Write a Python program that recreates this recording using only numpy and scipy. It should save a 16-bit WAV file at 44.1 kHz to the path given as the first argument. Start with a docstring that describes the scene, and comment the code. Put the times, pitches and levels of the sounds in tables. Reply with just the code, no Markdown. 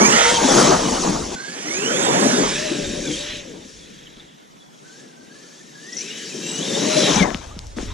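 """A fast electric model truck whines and tears past over wet, leafy ground, in four passages end to end.
Gear and shaft lines are sines that follow the throttle, the mesh roughened by random modulation.
Tyre rumble, thrown mud, gearbox whirr and gear hiss are shaped noises; thuds and ticks are damped sines.
A two-port microphone on a camera colours the truck by its bearing; dirt lands nearby, light wind puffs
on the microphone and a faint hush surrounds it all."""
import sys
import numpy as np
from scipy import signal
from scipy.fft import rfft, irfft
from scipy.io import wavfile
from scipy.ndimage import uniform_filter1d

SR = 44100
rng = np.random.default_rng(int(sys.argv[2]) if len(sys.argv) > 2 else 0)


def decibels_to_gain(level_db):
    """Convert a level in decibels to a linear amplitude gain (20 dB per decade)."""
    exponent = np.asarray(level_db, float) / 20
    return 10 ** exponent


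def materialize(psi):
    """Save the field psi as 16-bit PCM at rate SR to the path in sys.argv[1].

    A 1-D psi becomes a single channel; in a 2-D psi each row is a channel.
    """
    bounded = np.clip(np.atleast_2d(psi).T, -1, 1)
    quanta = np.round(bounded * 32767).astype(np.int16)
    wavfile.write(sys.argv[1], SR, quanta)


N = 349713

# Noise of the moving truck, one table a passage.
# Each row: time in seconds, gear hiss level in dB, tyre rumble level in dB.
DRIVE = [
    [(0, -25, -17.5), (.05, -21, -14), (.22, -19.5, -33.5), (.41, -26.5, -28.5), (.43, -24, -21),
     (.6, -18.5, -13), (.84, -27.5, -23), (1.11, -27, -20.5), (1.3, -36, -27.5), (1.35, -32.5, -30)],
    [(1.355, -41, -41), (1.5, -37, -42), (2.07, -23.5, -20.5), (2.43, -24.5, -19), (2.56, -30, -34.5),
     (2.73, -33.5, -27.5), (3.08, -35.5, -28.5), (3.16, -30.5, -35), (3.3, -40, -37), (3.39, -40, -40.5),
     (3.42, -46, -42), (3.58, -49, -35.5), (3.72, -46.5, -49.5), (4.21, -57, -49), (4.3, -60.5, -59),
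     (4.7, -60, -56)],
    [(4.7, -57.5, -58), (5.0, -50, -48), (5.19, -56, -49), (5.35, -50.5, -48.5), (5.74, -50, -49.5),
     (6.02, -37.5, -38), (6.11, -41.5, -42.5), (6.36, -36, -35.5), (7.07, -23.5, -19.5), (7.23, -30, -22.5),
     (7.25, -41.5, -21), (7.4, -46.5, -45), (7.76, -53, -53.5)],
    [(7.77, -40.5, -28.5), (7.8, -41, -26), (7.815, -40, -34), (7.93, -47.5, -44)],
]
# Bearing cue of the truck. Each row: time in seconds, left over right in dB.
SIDE_DB = [(0, -4.5), (.22, -2), (.42, 4.5), (.84, 2), (1.34, 3.5), (1.36, -1), (2.07, -5.5), (2.43, -2),
           (2.6, 1.5), (3.05, 2.5), (4.7, 3), (5.0, 2.5), (6.0, 9.5), (7.07, 8.5), (7.24, 18), (7.4, 16),
           (7.75, -1.5), (7.78, 11), (7.93, 9)]


def evened(x):
    """Normalises mean power: scales to rms 1."""
    return x / np.sqrt(np.mean(np.abs(x) ** 2) + 1e-20)


def read(points, hz):
    """Interpolates a spectrum on a logarithmic frequency axis."""
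    f, value = np.transpose(points)
    return np.interp(np.log(hz + 1), np.log(f + 1), value)


def columns(*tables):
    """Joins consecutive tables into envelopes: each column interpolated at every sample."""
    s, *values = np.concatenate(tables).T
    return [np.interp(np.arange(N) / SR, s, v) for v in values]


def add(mix, s, sound):
    """Superposes a sound on the mix, starting at s seconds."""
    part = mix[..., round(s * SR):][..., :sound.shape[-1]]
    part += sound[..., :part.shape[-1]]


def slow(hz, size):
    """Low-passed Gaussian noise: a random wander of rms 1, mostly below hz."""
    spectrum = rfft(rng.standard_normal(size))
    spectrum /= 1 + (np.fft.rfftfreq(size, 1 / SR) / hz) ** 4
    return evened(irfft(spectrum, size))


def noise(colour, patchy_db, jolt_db, jolt_hz, size=1024):
    """Random-phase synthesis: two unrelated noises sharing colour, drifting patches and wide-band jolts."""
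    hz = np.fft.rfftfreq(size, 1 / SR)
    frames = 4 * N // size + 5
    *parts, patches = rng.standard_normal((frames, len(hz), 5)).T
    patches = uniform_filter1d(patches, size=9, axis=0)
    patches = evened(uniform_filter1d(patches, size=9, axis=1))
    spectra = np.array(parts[:2]) + 1j * np.array(parts[2:])
    spectra = spectra * decibels_to_gain(read(colour, hz)[:, None] + patchy_db * patches)
    pair = signal.istft(spectra, nperseg=size, noverlap=3 * size // 4)[1][:, :N]
    return evened(pair * decibels_to_gain(jolt_db * slow(jolt_hz, N)))


def ring(hz, t60, rise_s):
    """Damped oscillator: a sine of peak about 1 with a soft onset, falling 60 dB in t60 seconds."""
    t = np.arange(round(t60 * SR)) / SR
    shape = (1 - np.exp(-t / rise_s)) * decibels_to_gain(-60 * t / t60)
    return shape / shape.max() * np.sin(2 * np.pi * hz * t)


def motor(rows, overtone_db, breakup_db, hiss_db):
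    """Order-locked tones: shaft and mesh lines keep fixed ratios, and the mesh throbs once a wheel turn."""
    # Shaft lines swell and fade about their speed rule. Each row: time in seconds, change in dB.
    free = [(.2, 1.5), (.28, 8), (.41, 8.5), (.46, 0.5), (1.8, 13.5), (2.0, -2), (2.5, -4), (2.6, 7),
            (3.36, 3), (3.45, 10), (3.53, 19), (3.62, 17), (4.5, -59), (4.9, 19.5), (5.6, 12.5), (5.9, 6.5),
            (6.8, 2.5), (6.9, 8.5), (7.12, 6.5), (7.2, -4)]
    # Lines above the shaft's own. Each row: multiple of shaft speed, level in dB.
    shaft_orders = [(1.43, -8.5), (1.89, 4)]
    # Gear-mesh lines. Each row: multiple of mesh frequency, level in dB.
    mesh_orders = [(1, 0), (2.05, -7), (2.72, -1)]
    # The gear case lets upper mesh orders out. Each row: frequency in Hz, gain in dB.
    case = [(3700, -25), (4200, -8), (5800, 0), (7700, 0), (8500, -25)]
    # Upper mesh orders against the first. 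Each row: time in seconds, extra level in dB.
    upper = [(.05, 5), (1.45, -1), (1.76, 6), (1.83, -5), (2.21, 13), (2.3, 2), (6.15, -5), (6.4, -6),
             (6.5, 3), (6.6, 7), (6.64, -5), (7.2, -12)]
    # Slower gears behind the first mesh. Each row: multiple of mesh frequency, level in dB.
    axle_orders = [(.655, 2), (.44, 2.5)]
    # The axle gears sing now and then. Each row: time in seconds, level over the gear hiss in dB.
    axle = [(.08, -30), (.15, -6), (.3, -5), (.36, -30), (2.45, -30), (2.55, -7), (3.03, -16), (3.07, -3),
            (3.11, -30), (7.3, -30), (7.36, -10), (7.45, -3), (7.47, -30)]
    mesh_per_turn, wheel_gearing = 6.48, 11  # mesh cycles per shaft turn, shaft turns per wheel turn
    full_speed_hz = 4180  # mesh frequency at which the shaft rule gives its base level

    s, *values = np.transpose(rows)
    t = np.arange(s[0], s[-1], 1 / SR)
    size = len(t)
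    hz, mesh_db = (np.interp(t, s, v) for v in values)
    level_db = hiss_db[round(s[0] * SR):][:size]
    turn = 2 * np.pi * np.cumsum(hz * (1 + 0.008 * slow(30.8, size))) / SR / mesh_per_turn

    # The shaft grows 12.5 dB per octave of speed; its upper orders take the swell twice.
    free_db = np.interp(t, *np.transpose(free))
    shaft_db = level_db + free_db - 6.5 + 12.5 * np.log2(hz / full_speed_hz)
    shaft = [(0.99, 0.0037)] + [(k, db + overtone_db + free_db) for k, db in shaft_orders]
    out = np.zeros(size)
    for k, db in shaft:
        flutter_db = 3.0 * slow(25.0, size)
        out += decibels_to_gain(shaft_db + db + flutter_db) * np.sin(k * turn)

    rough = np.interp(hz, [1500, 2600, 3800], [.25, .55, .8])  # random share of mesh power
    rough = np.maximum(rough, breakup_db / 5)  # a stuttering mesh is also rough
    throb = 1 + .45 * np.cos(turn / wheel_gearing + .8 * slow(8., size))
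    throb *= decibels_to_gain(breakup_db * slow(25., size))
    for k, db in mesh_orders:
        uneven = (slow(k * 80., size) + 1j * slow(k * 80., size)) / np.sqrt(2)
        teeth = np.sqrt(1 - rough) + np.sqrt(rough) * uneven
        case_db = read(case, k * hz) + np.interp(t, *np.transpose(upper)) if k > 1 else 0
        line = (teeth * np.exp(1j * k * mesh_per_turn * turn)).real
        out += decibels_to_gain(level_db + mesh_db + db + case_db) * throb * line

    axle_db = level_db + np.interp(t, *np.transpose(axle))
    for k, db in axle_orders:
        out += decibels_to_gain(axle_db + db) * slow(140., size) * np.sin(k * mesh_per_turn * turn)
    return s[0], np.sqrt(2) * out * signal.windows.tukey(size, .02)


def chatter(s, db, hz):
    """Repeated impulse response: three uneven ringing ticks."""
    out = np.zeros(round(.05 * SR))
    for k, (late, tune, size) in enumerate(rng.uniform(-1, 1, (3, 3))):
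        tick = decibels_to_gain(db + 2.5 * size) * ring(hz * (1 + 0.042 * tune), 0.015, 0.00028)
        add(out, 0.0035 * k * (1 + 0.3 * late), tick)  # ticks about 3.5 ms apart
    return s, out


def tyres(rumble_db):
    """Broadband contact noise: low tyre rumble under the brighter spray of thrown mud."""
    # Spectra of tyre rumble and mud spray. Each row: frequency in Hz, relative density in dB per Hz.
    rumble = [(110, -0.5), (220, 3.5), (400, 1), (600, -7.5), (900, -21), (1500, -57)]
    spray = [(350, -6), (650, 8), (1000, 7), (1400, -1.5), (2200, -9.5), (2900, -29), (5000, -56)]
    # How much mud the tyres throw. Each row: time in seconds, spray over rumble in dB.
    mud = [(0, 3.5), (.05, -5.5), (.22, 11), (.41, 6), (.43, 1), (1.11, -4.5), (1.3, -9), (1.36, -2.5),
           (2.56, -3.5), (2.9, -20), (3.3, -13), (4.0, -27), (4.7, -6.5), (6.0, -18), (6.36, -15),
           (7.0, -6), (7.4, 1), (7.75, -2), (7.78, -14.5), (7.93, 3.5)]
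    spray_db = rumble_db + columns(mud)[0]
    pair = decibels_to_gain(rumble_db) * noise(rumble, patchy_db=1.7, jolt_db=1.82, jolt_hz=19.0)
    return pair + decibels_to_gain(spray_db) * noise(spray, patchy_db=3.56, jolt_db=1.0, jolt_hz=31.0)


def shell_ring():
    """Modal resonance: noise rings narrow shell modes, each swelling on its own."""
    # Modes of the gearbox shell. Each row: frequency in Hz, width in Hz, level in dB.
    shell_modes = [(1716, 120, -1), (2400, 92, -1), (3130, 70, 1), (3860, 40, 2), (5560, 40, 4),
                   (5930, 63, 0)]
    drive = rng.standard_normal((2, N))
    out = np.zeros((2, N))
    for hz, width, db in shell_modes:
        mode = evened(signal.lfilter(*signal.iirpeak(hz, hz / width, SR), drive))
        out += decibels_to_gain(db + 3 * slow(6., N)) * mode
    return evened(out)


def gearbox(hiss_db):
    """Directional radiation: shell whirr crossfades with bearing, over resonant ringing and gear hiss."""
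    # Shell spectra heard end-on, then side-on. Each row: frequency in Hz, relative density in dB per Hz.
    whirr = [
        [(850, -19), (1450, -10), (1620, -3.5), (1780, 0), (2290, -2), (3120, 0.5), (3460, 2), (3880, 1),
         (4400, -10.5), (5720, -8.5), (9680, -120)],
        [(900, -16.5), (1500, -8.5), (2100, -9.5), (2700, -12), (3600, -10.5), (5000, -51), (9000, -92)],
    ]
    # Gear hiss spectrum. Each row: frequency in Hz, relative density in dB per Hz.
    hiss = [(2530, -49), (4300, -8.5), (5070, -7.5), (5700, -3.5), (6720, -4.5), (7330, -7.5),
            (8170, -13.5), (9930, -18), (12000, -39.5), (13700, -36), (14700, -67)]
    # Each row: time in seconds, gearbox whirr over gear hiss in dB.
    shell = [(0, -9.5), (.22, 1.5), (.6, -6.5), (.84, -3.5), (1.11, -8), (1.4, -3.5), (2.4, -4.5),
             (2.56, 1.5), (3.16, -3), (3.3, 10), (3.39, 4), (3.72, -3), (4.2, 7), (4.7, -2), (6.0, -3.5),
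             (6.11, 5), (6.36, -6.5), (7.07, 1), (7.25, 1), (7.4, -1), (7.75, -5), (7.93, 5)]
    # Each row: time in seconds, shell resonances over the whirr in dB.
    ringing = [(1.9, -10), (2.2, -18), (2.8, -9.5), (5.9, -9.5), (6.45, 3), (6.9, -8)]
    whirr_db = hiss_db + columns(shell)[0]
    side_on = bearing(columns(SIDE_DB)[0])
    pair = decibels_to_gain(whirr_db + columns(ringing)[0]) * shell_ring()
    for colour, share in zip(whirr, (1 - side_on, side_on)):
        pair += decibels_to_gain(whirr_db) * np.sqrt(share) * noise(colour, patchy_db=2.0, jolt_db=0.64, jolt_hz=47.0)
    return pair + decibels_to_gain(hiss_db) * noise(hiss, patchy_db=1.87, jolt_db=0.99, jolt_hz=5.3, size=512)


def thuds():
    """Impact response: the chassis lands on bumps and clods thump down close by, as damped sines."""
    # Chassis landing on bumps. Each row: start in seconds, peak level in dB, frequency in Hz.
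    bumps = [(0.012, -8, 215), (0.125, -16.5, 228), (0.443, -9.5, 262), (0.691, -10, 376),
             (1.105, -28, 290), (2.325, -13, 245.3), (2.397, -14.5, 283), (2.709, -20.5, 341),
             (3.095, -21, 305), (6.767, -21, 428), (7.155, -12.5, 199.5), (7.2, -8.5, 186)]
    # Clods thumping down. Each row: start in seconds, peak level in dB, frequency in Hz.
    clods = [(7.345, -15.5, 218), (7.564, -23.5, 174), (7.769, -21, 229), (7.786, -25, 326),
             (7.827, -18.5, 240)]
    out = np.zeros(N)
    for hits, t60_s in (bumps, 0.1), (clods, 0.013):
        for s, db, hz in hits:
            add(out, s, decibels_to_gain(db) * ring(hz, t60_s, rise_s=0.0058))
    return out


def truck():
    """Superposition: direct sound, and an unrelated twin of its noise that stands for scattered sound."""
    # Throttle runs, one table each.
    # Each row: time in seconds, gear mesh frequency in Hz, mesh line over the gear hiss in dB.
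    runs = [
        [(0, 2150, 4), (.08, 2413, -11), (.13, 2881, -6), (.19, 3046, -17), (.33, 3230, -9), (.37, 3196, -2.5),
         (.45, 3092, -39), (.98, 2960, -6.5)],
        [(1.352, 1485, 5.5), (1.54, 1748, -2.5), (1.6, 1878, -34), (1.66, 1900, -2.5), (1.88, 3000, -3.5),
         (1.93, 3157, -11), (2.0, 3680, -6), (2.05, 3735, -7), (2.14, 3400, -14), (2.29, 3950, -15),
         (2.385, 3620, -9), (2.45, 3106, -15), (2.53, 3690, -18), (2.64, 4130, -6), (2.75, 3765, -9),
         (2.8, 3930, -21), (2.85, 3625, -4), (3.0, 3928, -16), (3.07, 3565, 0.5), (3.13, 3090, -7),
         (3.2, 3776, -5.5), (3.34, 4024, 2), (3.47, 3495, -30), (3.53, 2835, -30), (3.62, 2150, -25)],
        [(3.8, 3360, -7), (4.05, 3290, -9), (4.3, 3340, 0), (4.5, 3570, -18), (4.6, 3440, 0), (4.8, 3260, -6)],
        [(4.82, 1500, -5), (4.91, 1530, 0), (5.02, 1740, -3), (5.15, 1520, -4), (5.29, 1590, -2),
         (5.4, 1770, -4), (5.53, 1706, -5), (5.68, 1848, -11), (5.78, 1624, -0.5), (5.94, 1987, 0.5),
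         (5.99, 2140, -7), (6.03, 2474, -3), (6.15, 3006, 3), (6.28, 2930, -8), (6.325, 2450, -4),
         (6.37, 2500, -22), (6.44, 2700, -5), (6.605, 2960, -3), (6.63, 3380, 6.5), (6.67, 3740, -2),
         (6.72, 3555, -3), (6.9, 4115, -10), (7.06, 3920, -3), (7.1, 3543, -4), (7.13, 3270, -28)],
        [(7.17, 2300, -15), (7.195, 2400, 2), (7.225, 2150, 2), (7.26, 2020, 5), (7.31, 1550, 1),
         (7.35, 1900, -11), (7.4, 2130, -7), (7.45, 2620, -4), (7.47, 2700, -20)],
        [(7.45, 967, -10), (7.5, 1106, -6), (7.535, 1250, -6), (7.6, 1540, -16)],
    ]
    # One value a run: strength of the upper shaft orders in dB.
    overtones_db = [-8, -41.5, -12, -33, -19, -17]
    # One value a run: how much the mesh stutters in dB.
    breakups_db = [3.5, 1.5, 2.5, 1.8, 2.2, 3]
    # A gear chatters under load; the last row is a dry tick of flung dirt. Each row: start in seconds, nominal
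    # peak in dB, nominal frequency in Hz.
    chatters = [(4.07, -36, 3100), (4.165, -42, 3300), (4.198, -38.5, 3500), (5.9255, -27, 5830),
                (5.968, -19, 5830), (5.984, -23, 5830), (5.998, -25, 5830), (6.008, -20.5, 5830),
                (7.157, -14, 6000)]
    hiss_db, rumble_db = columns(*DRIVE)
    pair = tyres(rumble_db) + gearbox(hiss_db)
    direct = pair[0]
    for rows, overtone_db, breakup_db in zip(runs, overtones_db, breakups_db):
        add(direct, *motor(rows, overtone_db, breakup_db, hiss_db))
    direct += thuds()
    for row in chatters:
        add(direct, *chatter(*row))
    return pair


def bearing(pan_db):
    """Level-difference localisation: 0 ahead (2.5 dB to the left), 1 far right (4 dB to the right)."""
    ahead_db, right_db = 2.5, -4.0
    return np.clip((pan_db - ahead_db) / (right_db - ahead_db), 0, 1)


def ports(pair):
    """Diffraction: the camera body gives each port its own level and phase, by the truck's bearing."""
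    # The two microphone ports. Each row: frequency in Hz, left over right in dB and left lead in radians
    # for a source ahead, the same two for one far right, likeness of the ports from 0 to 1.
    responses = [(167, 0.5, 0.6, 2, 1.3, 1), (305, 7, -0.15, 5.5, -1.5, 1), (454, 4, 1.4, 11.5, 0.2, 0.71),
                 (595, 12, -2.5, 8, -1.5, 0.95), (765, 2, -1.65, -4.5, -2, 1),
                 (1200, -4.5, -1, -11, -3, 0.92), (1770, 1, 1.15, -14.5, -2.5, 0.83),
                 (3000, -1.5, -0.37, -10.5, -1.5, 1), (5130, 3.5, 0.74, 0.5, -3, 0.85),
                 (6030, 3, -0.4, -5.5, -4, 0.67), (8400, -3.5, 1.32, -11, -4, 0.91),
                 (11400, 0, 0.67, -12.5, -5.5, 1)]
    frame, hop = 512, 128  # samples
    hz, t, (direct, other) = signal.stft(pair, SR, nperseg=frame, noverlap=frame - hop)
    pan_db = np.interp(t, np.arange(N) / SR, columns(SIDE_DB)[0])
    right = bearing(pan_db)
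    f, *values = np.transpose(responses)
    tilt_ahead, lead_ahead, tilt_right, lead_right, same = (np.interp(hz, f, v)[:, None] for v in values)
    tilt_db = tilt_ahead + (tilt_right - tilt_ahead) * right
    lead = lead_ahead + (lead_right - lead_ahead) * right
    # Passing on the left, beyond 7.5 dB, shadows the far port, fully from 1470 Hz up.
    tilt_db += np.outer(np.clip(hz / 1470.0, 0, 1), np.maximum(pan_db - 7.5, 0))
    same = np.clip(same, 0, 1)
    near = np.sqrt((1 + same) / 2) * direct
    far = np.sqrt((1 - same) / 2) * other
    spectra = []
    for side in (1, -1):  # left, right
        spectra.append((near + side * far) * decibels_to_gain(side * tilt_db / 2) * np.exp(side * .5j * lead))
    return signal.istft(spectra, SR, nperseg=frame, noverlap=frame - hop)[1][:, :N]


def dirt():
    """Impulsive impact: flung dirt lands as dry ticks, each a heavily damped sine of a few cycles."""
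    # Each row: start in seconds, peak level in dB, centre frequency in Hz, left over right in dB.
    landings = [(7.3461, -8.5, 2860, 6), (7.374, -23, 4500, 2), (7.5911, -15.5, 4770, 8.5),
                (7.669, -25, 5540, 6), (7.305, -19, 1870, 19), (7.7853, -16, 1640, 5)]
    out = np.zeros((2, N))
    for s, db, hz, pan_db in landings:
        gain = decibels_to_gain(db + np.array([[pan_db / 2], [-pan_db / 2]]))
        add(out, s, gain * ring(hz, 4.5 / hz, rise_s=0.000087))
    return out


def wind():
    """Turbulent pressure: lumpy low-frequency noise, nearly alike at both ports."""
    # Wind strength, one table a passage. Each row: time in seconds, level in dB.
    gusts = [
        [(.1, -42), (0.7, -36.5), (1.35, -38.5)],
        [(1.36, -68), (1.54, -78), (2.17, -60), (2.48, -42), (3.11, -41.5), (3.9, -55.5), (4.7, -75)],
        [(4.7, -79), (6.6, -80), (7.03, -58), (7.2, -30.5), (7.45, -35.5), (7.77, -35.5)],
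        [(7.77, -37), (7.93, -26.5)],
    ]
    # Wind spectrum. Each row: frequency in Hz, relative density in dB per Hz.
    colour = [(8.8, -37), (15, -9), (38, -4), (70, -7.5), (120, -13), (210, -120)]
    pair = noise(colour, patchy_db=2., jolt_db=3., jolt_hz=6., size=4096)
    both, apart = decibels_to_gain(columns(*gusts)[0]) * pair
    return np.array([both + 0.31 * apart, both - 0.23 * apart])


def woods():
    """Diffuse field: unrelated sum and difference noises make a faint, wide hush from all around."""
    # Spectra of the ports' sum, then difference. Each row: frequency in Hz, relative density in dB per Hz.
    hush = [
        [(71, -32), (120, 7), (1080, -16.5), (1440, -9.5), (3430, -20), (4160, -21), (12000, -27.5),
         (15600, -50)],
        [(71, -38), (120, 1.5), (793, -6), (907, -3.5), (2940, -22), (3560, -21), (12000, -29), (15600, -66)],
    ]
    # Levels of the sum, then the difference, in dB.
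    hush_db = [-53.5, -50]
    mid = decibels_to_gain(hush_db[0]) * noise(hush[0], patchy_db=4.0, jolt_db=0.59, jolt_hz=9.9)[0]
    side = decibels_to_gain(hush_db[1]) * noise(hush[1], patchy_db=1.3, jolt_db=.6, jolt_hz=8.)[0]
    return np.array([mid + side, mid - side])


def scene():
    """High-pass filtering: a steep low cut acts on airborne sound; wind pressure gets through below it."""
    low_cut = signal.butter(10, 135.3, "highpass", fs=SR, output="sos")  # corner in Hz
    airborne = ports(truck()) + dirt() + woods()
    return signal.sosfilt(low_cut, airborne) + wind()


def top_cut(x):
    """Nothing passes above the cut-off."""
    return signal.sosfilt(signal.butter(12, 14820, fs=SR, output="sos"), x)


def record(dry):
    """Signal chain: the finished mix passes to its last stage."""
    return top_cut(dry)


dry = scene()
out = record(dry)
materialize(out)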